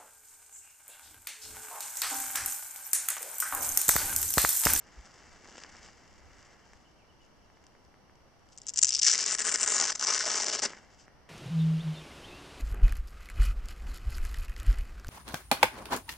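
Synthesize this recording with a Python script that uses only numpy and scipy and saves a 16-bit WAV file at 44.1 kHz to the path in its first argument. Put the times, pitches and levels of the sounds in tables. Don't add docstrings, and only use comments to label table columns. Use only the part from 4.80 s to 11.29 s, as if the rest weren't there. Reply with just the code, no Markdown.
import sys
import numpy as np
from scipy import signal
from scipy.fft import rfft, irfft
from scipy.io import wavfile
from scipy.ndimage import uniform_filter1d

SR = 44100
rng = np.random.default_rng(int(sys.argv[2]) if len(sys.argv) > 2 else 0)


def int16_out(signal):
    q = np.round(np.clip(np.atleast_2d(signal).T, -1, 1) * 32767)
    wavfile.write(sys.argv[1], SR, q.astype(np.int16))


N = 286209
TIME = np.arange(N) / SR

# hz, level_db
FOREST_COLOUR = [(25, 4.5), (70, 6.5), (180, 3), (450, -0.5), (850, -0.5), (1250, -6), (2200, -10),
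                 (2950, -12), (3700, -21.5), (5000, -14), (6000, -13.5), (6600, -28), (8000, -28),
                 (9200, -30), (15500, -36.5)]
# hz, likeness (0-1)
FOREST_LIKENESS = [(60, 0.33), (120, 0.21), (250, 0.17), (510, 0.5), (1030, 0.31), (2100, 0.27), (4280, 0),
                   (8720, 0)]
# hz, level_db
WIND_SPECTRUM = [(15, -10), (40, -8), (85, -7.5), (140, -30), (400, -39.5), (2000, -57.5)]
# middle_s, length_s, level_db
WIND_GUSTS = [(.52, .28, -64), (1.0, .25, -68), (1.47, .4, -60), (1.94, .12, -63)]
# start_s, level_db, pitch_hz, length_s
MIC_BUMP = (0.16, -42, 52, .062)
# start_s, length_s, level_db
BIRD_CHIRPS = [(1.805, .05, -68), (2.035, .052, -64.5), (2.152, .115, -66.5), (2.273, .05, -65.5),
               (2.393, .055, -64.5), (2.61, .06, -71), (2.72, .05, -73), (2.91, .05, -74)]
# hz, level_db
SWISH_COLOUR = [(1500, -28), (2900, 2.5), (3900, -6.5), (5200, 6.5), (6100, 1.5), (6700, 1.5), (8000, -2),
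                (9000, -28.5), (12000, -43)]
# hz, level_db
RUSTLE_COLOUR = [(80, -17.5), (200, 7.5), (400, 5.5), (1000, 6), (2100, 8.5), (3000, -7), (4500, -33),
                 (9000, -48.5)]
# time_s, swish_db, rustle_db
RUBBING_LEVELS = [(0, -67, -62.5), (.25, -60, -58.5), (.6, -62, -59.5), (.79, -53, -55), (.88, -59, -55.5),
                  (1.06, -56, -56.5), (1.16, -64, -63), (1.7, -69, -61), (1.95, -67.5, -66),
                  (2.2, -81, -86), (2.85, -77.5, -76), (3.6, -92, -102)]
# middle_s, length_s, level_db
HAND_BRUSHES = [(1.635, 0.24, -68.5), (2.44, 0.089, -74), (3.73, 0.03, -57), (6.135, 0.088, -65.5),
                (6.215, 0.098, -60.5)]
# start_s, level_db, knock_db (re that level)
CREASE_POPS = [(0.6566, -36, -4), (0.6867, -32.5, -3.5), (0.7554, -37.5, 3), (0.779, -28, -15),
               (0.7811, -23, -8), (0.816, -30, -18), (0.8366, -18.5, -14), (0.8473, -37, 4),
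               (0.9501, -40, 1), (1.0301, -27, -21), (1.0868, -39, 0), (1.628, -33.5, -21),
               (1.934, -32, -9), (2.7012, -52, 3), (2.7714, -55, 7), (2.8407, -37, -16), (2.867, -32, -17),
               (2.9512, -55, 7), (3.0503, -40, -29), (3.1422, -52, 5), (3.2967, -55, 7), (3.355, -41, -25),
               (3.689, -36, -19), (5.9046, -22, -8), (5.9342, -33.5, 3), (5.9729, -36.5, 0),
               (6.2808, -45, 4)]
# hz, level_db
HOOK_COLOUR = [(200, -67), (1000, -20.5), (2200, -3), (3000, -0.5), (3800, -8.5), (4500, -4.5), (5300, 2),
               (5900, -0.5), (6600, -4), (7300, 0), (8100, -3), (9300, -22), (10800, -23.5), (11800, -59),
               (16000, -33)]
# hz, level_db
FLAP_COLOUR = [(60, -24.5), (150, -16.5), (280, -6), (400, -3.5), (800, -6), (1300, 0), (2200, 3.5),
               (2900, 1), (3700, -6), (5000, -24), (9000, -39)]
# start_s, level_db, run_s (length of the run each sets off)
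HOOK_SNAPS = [(3.7764, -31, .001), (3.784, -29.5, .002), (3.8173, -32.5, .0012), (3.868, -21.5, 0.0011),
              (3.875, -28, .001), (3.8837, -23, 0.0011), (3.8868, -20.5, 0.0025), (3.8932, -18, 0.0011),
              (3.9008, -23.5, .001), (3.9373, -25, .001), (3.941, -25, .001), (3.96, -20.5, .001),
              (3.965, -23, .001), (3.974, -12.5, 0.0024), (3.982, -12.5, 0.0027), (3.9892, -6.5, 0.0027),
              (4.013, -29, .001), (4.0167, -13, .001), (4.0283, -1.5, 0.0028), (4.0329, -4.5, 0.0037),
              (4.0462, -4, .0006), (4.0532, -12, 0.0033), (4.0696, -13, 0.00092), (4.0764, -15, .001),
              (4.084, -12, .002), (4.0918, -9.5, .0007), (4.1063, -12, .001), (4.1224, -14, 0.00078),
              (4.127, -17, 0.0041), (4.138, -16, 0.0056), (4.1489, -12, .003), (4.153, -14.5, 0.0047),
              (4.165, -17, .001), (4.17, -20.5, 0.0011), (4.185, -24, .003), (4.1917, -14, 0.0068),
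              (4.2152, -16, .001), (4.218, -15, .001), (4.2222, -15, .002), (4.2306, -8, .005),
              (4.245, -12, .008), (4.2574, -14, .001), (4.2645, -9, 0.0032), (4.2692, -8, .003),
              (4.274, -7.5, 0.0037), (4.2824, -4, 0.0022), (4.2885, -13, .001), (4.2978, -9, .0023),
              (4.307, -12, 0.00089), (4.314, -9.5, 0.0035), (4.325, -12.5, 0.0023), (4.3326, -11, .001),
              (4.3372, -10, .001), (4.3791, -11, 0.00089), (4.41, -17, .001), (4.461, -15.5, .003),
              (4.5224, -16, 0.0027), (4.5358, -20, .001), (4.5504, -18, .001), (4.5975, -19, 0.0009),
              (4.6202, -21, .001), (4.741, -10.5, 0.0036), (4.831, -13, 0.0022), (4.8384, -16, .001),
              (4.8774, -10, 0.0049), (5, -13, 0.0011), (5.011, -10, 0.0023), (5.1042, -14, .001),
              (5.1545, -20, 0.0051), (5.1955, -18, .002), (5.24, -15.5, .002), (5.2702, -13, 0.0027),
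              (5.3457, -17, .001), (5.3918, -13.5, 0.0013), (5.455, -15, .001), (5.5712, -21, .001),
              (5.626, -18, .001), (5.634, -24, .001), (5.6625, -22, .003), (5.745, -20, .001)]
# time_s, pitch_hz
SNAP_PITCHES = [(3.88, 6650), (4.03, 6960), (4.1, 6200), (4.14, 5240), (4.28, 5800), (4.85, 7250),
                (5.25, 6000)]
# pitch_hz, width_hz, level_db
SNAP_RINGS = [(1940, 510, 0), (2890, 390, -6), (7250, 120, -1), (7670, 96, 9)]
# time_s, hook_db, hook_pitch_hz, lumpiness (0 = smooth, clipped at 1.2)
PULL_COURSE = [(4.215, -30.5, 5500, 1.2), (4.277, -27, 5370, 1.1), (4.33, -29, 5500, 1.1),
               (4.39, -29, 5320, 1), (4.48, -30.5, 5860, 0.7), (4.54, -30, 6720, 1),
               (4.66, -29, 7500, 0.78), (4.76, -28, 7610, 1), (4.84, -28.5, 8100, 0.92),
               (4.94, -30, 7100, 1), (5.01, -30, 6200, 0.87), (5.09, -31, 5670, 1), (5.22, -33, 5670, 1),
               (5.3, -29.5, 5730, 0.66), (5.42, -32.5, 5420, 1), (5.54, -31, 6100, 0.6),
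               (5.64, -32, 5800, 0.8), (5.78, -30.5, 4930, 0.66), (5.858, -27.5, 5500, 0.45)]
# release_s, length_s, drop_db
PEEL_STALLS = [(3.925, 0.024, 8), (3.947, .012, 11), (4.004, 0.015, 24), (4.247, 0.009, 10),
               (4.257, 0.0081, 13), (4.38, 0.0077, 16), (4.452, 0.011, 11), (4.602, 0.0029, 10),
               (4.582, 0.027, 14.5), (4.644, 0.018, 12), (4.712, .009, 9), (4.736, 0.0093, 9),
               (4.782, 0.021, 9), (4.798, 0.013, 8), (4.861, 0.013, 9.5), (5.067, 0.0055, 5),
               (5.119, 0.011, 9), (5.15, 0.024, 20), (5.193, 0.0333, 19), (5.209, 0.016, 7.5),
               (5.261, 0.012, 11.5), (5.2685, 0.0034, 5), (5.322, 0.011, 5), (5.391, 0.0087, 11),
               (5.456, .012, 7), (5.655, 0.009, 11), (5.715, 0.015, 9), (5.787, 0.027, 9),
               (5.8198, 0.02, 19.5)]
# time_s, pitch_hz, level_db (re the hooks)
STRIP_RING_COURSE = [(4.25, 6160, -2), (4.5, 6400, -24.5), (4.82, 7700, -30), (4.93, 7100, 2),
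                     (5.02, 6660, -4), (5.1, 6140, -5.5), (5.24, 5970, -2), (5.34, 5800, -1.5),
                     (5.46, 5640, -12), (5.56, 6200, -5), (5.8, 5750, -20)]
# time_s, pitch_hz, level_db (re the hooks)
FLAP_NOTE_COURSE = [(4.215, 2250, -8), (4.28, 1830, -9.5), (4.42, 1780, -21), (4.66, 1490, -9),
                    (4.82, 1320, -14.5), (4.97, 1080, -9), (5.32, 1090, -7.5), (5.58, 890, -9),
                    (5.74, 475, -12), (5.86, 594, -10)]
# full_db (re the hooks), lack_db (less at the start), growth_s
SKIN_GROWTH = (-10, 17.3, 0.072)
# full_db (re the skin), lack_db (less at the start), growth_s
THRUM_GROWTH = (-5, 17, 0.29)
# hz, width_hz
TONE_NOTCHES = [(2500, 203), (5000, 71), (7500, 76)]

FOREST_DB, BREEZE_DB = -62.5, -72.5
CHIRP_TOP_HZ, CHIRP_RISE_S = 3090, .021
CHIRP_RISE_HZ_PER_S, CHIRP_FALL_HZ_PER_S = 28000, 14000
CRACKLES_PER_S, CRACKLE_DB = 80, 13
SLIDE_FROM_S, SLIDE_FADE_DB_PER_S = 5.862, 120
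SLIDE_SWISH_DB, SLIDE_RUSTLE_DB = -46, -44.5
SETTLED_DB = -69
PRISE_FROM_S, PRISE_TO_S, SLIPS_PER_S = 3.3, 4.2, 260
PRISE_END_DB, PRISE_RISE_DB_PER_S = -41, 66
RUN_GAP_S, RUN_JITTER, RUN_DB = .0017, .61, -.5
STALL_FALL_S, STALL_RISE_S = .0027, .003
RELEASE_DIP_DB, RELEASE_DIP_S = -4, .0049
PULL_WAVER_DB = .5
PULL_RISE_S, END_FADE_DB_PER_S = .001, 1300
STRIP_RING_WIDTH_HZ, FLAP_NOTE_WIDTH_HZ = 520, 420
GROUND_ECHO_S, ECHO_SWAY_S = .0046, .00007
GROUND_ECHO_DB, GRASS_CUT_HZ = -6.5, 1100
PAN_WAVER_DB = 1.6
CUTOFF_HZ = 15800


def from_db(db):
    return 10 ** (np.asarray(db) / 20)


def rms_one(x):
    return x / np.sqrt(np.mean(x ** 2) + 1e-20)


def at_hz(points, hz):
    known, values = np.transpose(points)
    return np.interp(np.log(np.maximum(hz, 1)), np.log(known), values)


def in_time(rows):
    s, *columns = np.transpose(rows)
    return [np.interp(TIME, s, column) for column in columns]


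def between(start_s, end_s):
    return (TIME >= start_s) * (TIME < end_s)


def swells(rows):
    return sum(from_db(db) * np.cos(np.pi * np.clip((TIME - s) / length, -.5, .5))
               for s, length, db in rows)


def drift(rate):
    r = np.exp(-2 * np.pi * rate / SR)
    noise = rng.standard_normal(N + SR)
    return rms_one(signal.lfilter([1], [1, -2 * r, r * r], noise)[SR:])


def late(x, s):
    return np.interp(TIME - s, TIME, x, left=0)


def clicks_at(times, heights):
    places = np.clip(np.ravel(times) * SR, 0, N - 1).astype(int)
    return np.bincount(places, np.ravel(heights), N)


def grains(per_s, spread_db):
    sizes = from_db(spread_db * np.clip(rng.standard_normal(N), -2, 2)) * rng.choice([-1, 1], N)
    return sizes * (rng.random(N) < per_s / SR)


def filtered(x, kind, order, hz):
    return signal.sosfilt(signal.butter(order, hz, kind, fs=SR, output="sos"), x)


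def coloured(x, spectrum, size=4096):
    hz = np.arange(size // 2 + 1) * SR / size
    cepstrum = irfft(np.log(from_db(at_hz(spectrum, hz))))
    cepstrum[1:size // 2] *= 2
    cepstrum[size // 2 + 1:] = 0
    response = irfft(np.exp(rfft(cepstrum)))
    return signal.oaconvolve(x, response / np.linalg.norm(response))[:N]


def resonance(x, hz, width_hz):
    r = np.exp(-np.pi * width_hz / SR)
    feed = np.array([1, 0, -1]) * (1 - r * r) / 2
    return signal.lfilter(feed, [1, -2 * r * np.cos(2 * np.pi * hz / SR), r * r], x + 1e-18)


def gliding(x, hz, width_hz):
    turn = np.exp(2j * np.pi * np.cumsum(hz) / SR)
    r = np.exp(-np.pi * width_hz / SR)
    return 2 * np.real(turn * signal.lfilter([1 - r], [1, -r], x / turn + 1e-18))


def evened(x, window_s):
    size = max(2, int(window_s * SR))
    power = uniform_filter1d(uniform_filter1d(x * x, size), size)
    return x / np.sqrt(np.abs(power) + 1e-4 * np.mean(x * x))


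def air():
    alike = np.clip(at_hz(FOREST_LIKENESS, np.arange(N // 2 + 1) * SR / N), 0, 1)
    mid, side = rfft(rng.standard_normal((2, N)))
    mid = coloured(irfft(mid, N), FOREST_COLOUR)
    side = coloured(irfft(side * np.sqrt((1 - alike) / (1 + alike)), N), FOREST_COLOUR)
    hush = from_db(FOREST_DB) * (mid + from_db(-1.0) * side * [[1], [-1]])
    buffets = np.array([coloured(rng.standard_normal(N), WIND_SPECTRUM) * from_db(3.5 * drift(6))
                        for port in range(2)])
    wind = (from_db(BREEZE_DB) + swells(WIND_GUSTS)) * buffets
    s, db, hz, length = MIC_BUMP
    arch = np.sin(np.pi * np.clip((TIME - s) / length, 0, 1)) ** 2
    bump = from_db(db) * arch * np.sin(2 * np.pi * hz * (TIME - s))
    return hush + wind + bump


def bird():
    out, waver = np.zeros(N), 1 + .025 * drift(250)
    for s, length, db in BIRD_CHIRPS:
        age = np.clip(TIME - s, 0, length)
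        below_hz = np.maximum(CHIRP_RISE_HZ_PER_S * (CHIRP_RISE_S - age),
                              CHIRP_FALL_HZ_PER_S * (age - CHIRP_RISE_S))
        pitch_hz = (CHIRP_TOP_HZ - below_hz) * waver
        whistle = np.sin(2 * np.pi * np.cumsum(pitch_hz) / SR)
        out += from_db(db) * np.sin(np.pi * age / length) * whistle
    return out


def trees(x, t60, top_hz):
    t = TIME[:SR]
    tails = rng.standard_normal((2, SR)) * from_db(-60 * t / t60) * (1 - np.exp(-t / .006))
    tails = filtered(tails, "low", 1, min(top_hz, .4 * SR))
    return np.array([signal.oaconvolve(x, tail / np.linalg.norm(tail))[:N] for tail in tails])


def over_grass(x):
    echo = late(x, GROUND_ECHO_S + ECHO_SWAY_S * drift(1.6))
    return x + from_db(GROUND_ECHO_DB) * filtered(echo, "low", 1, GRASS_CUT_HZ)


def placed(x, treble_pan_db, lag_s):
    pan_db = treble_pan_db + PAN_WAVER_DB * drift(60)
    treble = signal.sosfiltfilt(signal.butter(2, 5800, "high", fs=SR, output="sos"), x)
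    left = from_db(pan_db / 2) * treble
    right = from_db(-pan_db / 2) * late(treble, lag_s)
    short = filtered(x, "high", 2, 2500)
    scatter = np.array([0.26 * late(short, 0.000852), 0.049 * late(short, 0.000325)])
    return x - treble + np.array([left, right]) + scatter


def fabric():
    swish_db, rustle_db = in_time(RUBBING_LEVELS)
    loose = TIME > SLIDE_FROM_S
    slide = loose * from_db(-SLIDE_FADE_DB_PER_S * np.abs(TIME - SLIDE_FROM_S))
    swish_gain = from_db(swish_db) + from_db(SLIDE_SWISH_DB) * slide + swells(HAND_BRUSHES)
    rustle_gain = from_db(rustle_db) + from_db(SLIDE_RUSTLE_DB) * slide + from_db(SETTLED_DB) * loose
    catches = grains(3500, spread_db=1.0) * from_db(1.4 * drift(48))
    crackle = from_db(CRACKLE_DB) * grains(CRACKLES_PER_S, spread_db=2.0)
    swish = swish_gain * evened(coloured(catches + crackle, SWISH_COLOUR), window_s=0.14)
    rustle = rustle_gain * evened(coloured(catches, RUSTLE_COLOUR), window_s=0.23)
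    return from_db(-1.5) * (swish + rustle)


def creases(count=5):
    s, db, knock_db = np.transpose(CREASE_POPS)
    shape = (len(s), count)
    times = s[:, None] + 0.001 * rng.exponential(1, shape) * (np.arange(count) > 0)
    sizes = from_db(db[:, None] - 7 * np.arange(count)) * rng.choice([-1, 1], shape)
    tick = from_db(-4.0) * coloured(clicks_at(times, sizes), SWISH_COLOUR)
    knocks = clicks_at(times, sizes * from_db(knock_db[:, None]))
    return tick + from_db(8.5) * coloured(knocks, RUSTLE_COLOUR)


def hooks(clicks, pitch_hz, spread_octaves, width_hz, count=10):
    pitches = np.geomspace(3000, 8600, count)
    own = np.log2(pitch_hz) + spread_octaves * rng.standard_normal(N)
    dealt = np.rint(np.interp(own, np.log2(pitches), np.arange(count)))
    flicks = sum(resonance(clicks * (dealt == k), hz, width_hz) for k, hz in enumerate(pitches))
    return coloured(flicks, HOOK_COLOUR)


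def stalls():
    db = np.zeros(N)
    for s, length, drop_db in PEEL_STALLS:
        near = slice(int((s - .08) * SR), int((s + .08) * SR))
        age = TIME[near] - s
        caught = np.clip((age + length) / STALL_FALL_S, 0, 1)
        freed = np.clip(age / STALL_RISE_S + .5, 0, 1)
        release_dip_db = freed * RELEASE_DIP_DB * np.exp(-np.abs(age) / RELEASE_DIP_S)
        db[near] += release_dip_db - (1 - freed) * caught * drop_db
    return db


def prising(stall_db):
    slips = grains(SLIPS_PER_S, spread_db=4.5)
    flicks = rms_one(hooks(slips, pitch_hz=5000, spread_octaves=0.65, width_hz=2240))
    crackle = flicks + from_db(-14.5) * rms_one(coloured(slips, FLAP_COLOUR))
    strain_db = PRISE_END_DB - PRISE_RISE_DB_PER_S * np.abs(PRISE_TO_S - TIME)
    return between(PRISE_FROM_S, PRISE_TO_S) * from_db(strain_db + stall_db) * crackle


def snaps(count=8):
    s, db, run_s = np.transpose(HOOK_SNAPS)[:, :, None]
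    shape = (len(s), count)
    steps = RUN_GAP_S * (np.arange(1, count + 1) + RUN_JITTER * rng.uniform(-1.248, 1, shape))
    in_run = np.clip((run_s - steps) / RUN_GAP_S + .5, 0, 1)
    run = from_db(db + RUN_DB) * in_run * rng.choice([-1, 1], shape)
    strong = clicks_at(s, from_db(db) * rng.choice([-1, 1], s.shape)) + clicks_at(s + steps, run)
    waits = .0018 * rng.exponential(1, shape) - .0008
    weak = clicks_at(s + waits, from_db(db - 16.5) * rng.standard_normal(shape))
    pulses = strong + weak
    pitch_hz = in_time(SNAP_PITCHES)[0] * 2 ** (.07 * drift(100))
    flicks = from_db(12.0) * coloured(gliding(strong, pitch_hz, 1400), HOOK_COLOUR)
    flicks += from_db(15.0) * hooks(weak, pitch_hz=6500, spread_octaves=0.089, width_hz=1340)
    ring = sum(from_db(ring_db) * resonance(pulses, hz, width_hz) for hz, width_hz, ring_db in SNAP_RINGS)
    ring = filtered(ring, "low", 6, 8600)
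    snap = flicks + ring + from_db(-41.5) * coloured(pulses, FLAP_COLOUR)
    return filtered(snap, "low", 2, 12500)


def avalanches(per_s, fade_s):
    fade = np.exp(-1 / (fade_s * SR))
    flow = signal.lfilter([1], [1, -fade], np.abs(grains(per_s, spread_db=6.0)))
    db = 20 * np.log10(np.abs(uniform_filter1d(flow, SR // 1000)) + .3)
    return 9 * np.tanh((db - db.mean()) / 9)


def grown(full_db, lack_db, growth_s):
    age = np.maximum(TIME - PULL_COURSE[0][0], 0)
    return from_db(full_db - lack_db * np.exp(-age / growth_s))


def peel(stall_db):
    hook_db, pitch_hz, lumpiness = in_time(PULL_COURSE)
    ring_hz, ring_db = in_time(STRIP_RING_COURSE)
    note_hz, note_db = in_time(FLAP_NOTE_COURSE)
    onset = np.clip((TIME - PULL_COURSE[0][0]) / PULL_RISE_S, 0, 1)
    peeling = onset * from_db(-END_FADE_DB_PER_S * np.maximum(TIME - PULL_COURSE[-1][0], 0))
    surge_db = np.clip(lumpiness, 0, 1.2) * avalanches(per_s=520, fade_s=.0011)
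    surge = from_db(surge_db)
    pulses = grains(2200, spread_db=6.0) * surge
    plucks = grains(2200, spread_db=1.5) * surge

    row_hz = pitch_hz * 2 ** (.11 * drift(120))
    flicks = evened(hooks(pulses, row_hz, spread_octaves=0.17, width_hz=2060), window_s=0.014)
    ring = gliding(grains(3800, spread_db=4.0) * surge, ring_hz, STRIP_RING_WIDTH_HZ)
    ring = filtered(evened(ring, window_s=0.0206), "band", 4, [3500, 8600])
    rasp = flicks + from_db(ring_db) * ring

    skin = evened(coloured(plucks + .5 * pulses, FLAP_COLOUR), window_s=0.017)
    thrum = coloured(grains(1200, spread_db=2.5) * from_db(1.3 * surge_db), FLAP_COLOUR)
    thrum = evened(resonance(thrum, 395, 546), window_s=0.025)
    note_hz = note_hz * 2 ** (.3 * drift(45))
    note_db = note_db + drift(30)
    note = coloured(grains(1500, spread_db=3.0) * surge, FLAP_COLOUR)
    note = evened(gliding(note, note_hz, FLAP_NOTE_WIDTH_HZ), window_s=0.037)
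    flap = grown(*SKIN_GROWTH) * (skin + grown(*THRUM_GROWTH) * thrum) + from_db(note_db) * note

    return peeling * from_db(hook_db + stall_db + PULL_WAVER_DB * drift(3.4)) * (rasp + flap)


def scene():
    stall_db = stalls()
    opening = prising(stall_db) + snaps() + peel(stall_db)
    pack = over_grass(opening) + fabric() + creases()
    song = bird()
    near = placed(pack, treble_pan_db=6.0, lag_s=.000022)
    near = near + from_db(-26.5) * trees(pack, t60=0.16, top_hz=4980)
    far = from_db(-1.5) * song + from_db(-7) * trees(song, t60=.35, top_hz=4000)
    return near + far + air()


def record(dry):
    for hz, width_hz in TONE_NOTCHES:
        dry = signal.lfilter(*signal.iirnotch(hz, hz / width_hz, fs=SR), dry)
    out = np.clip(dry, -.88, .88)
    return signal.sosfilt(signal.cheby2(12, 60, CUTOFF_HZ, fs=SR, output="sos"), out)


dry = scene()
out = record(dry)
int16_out(out)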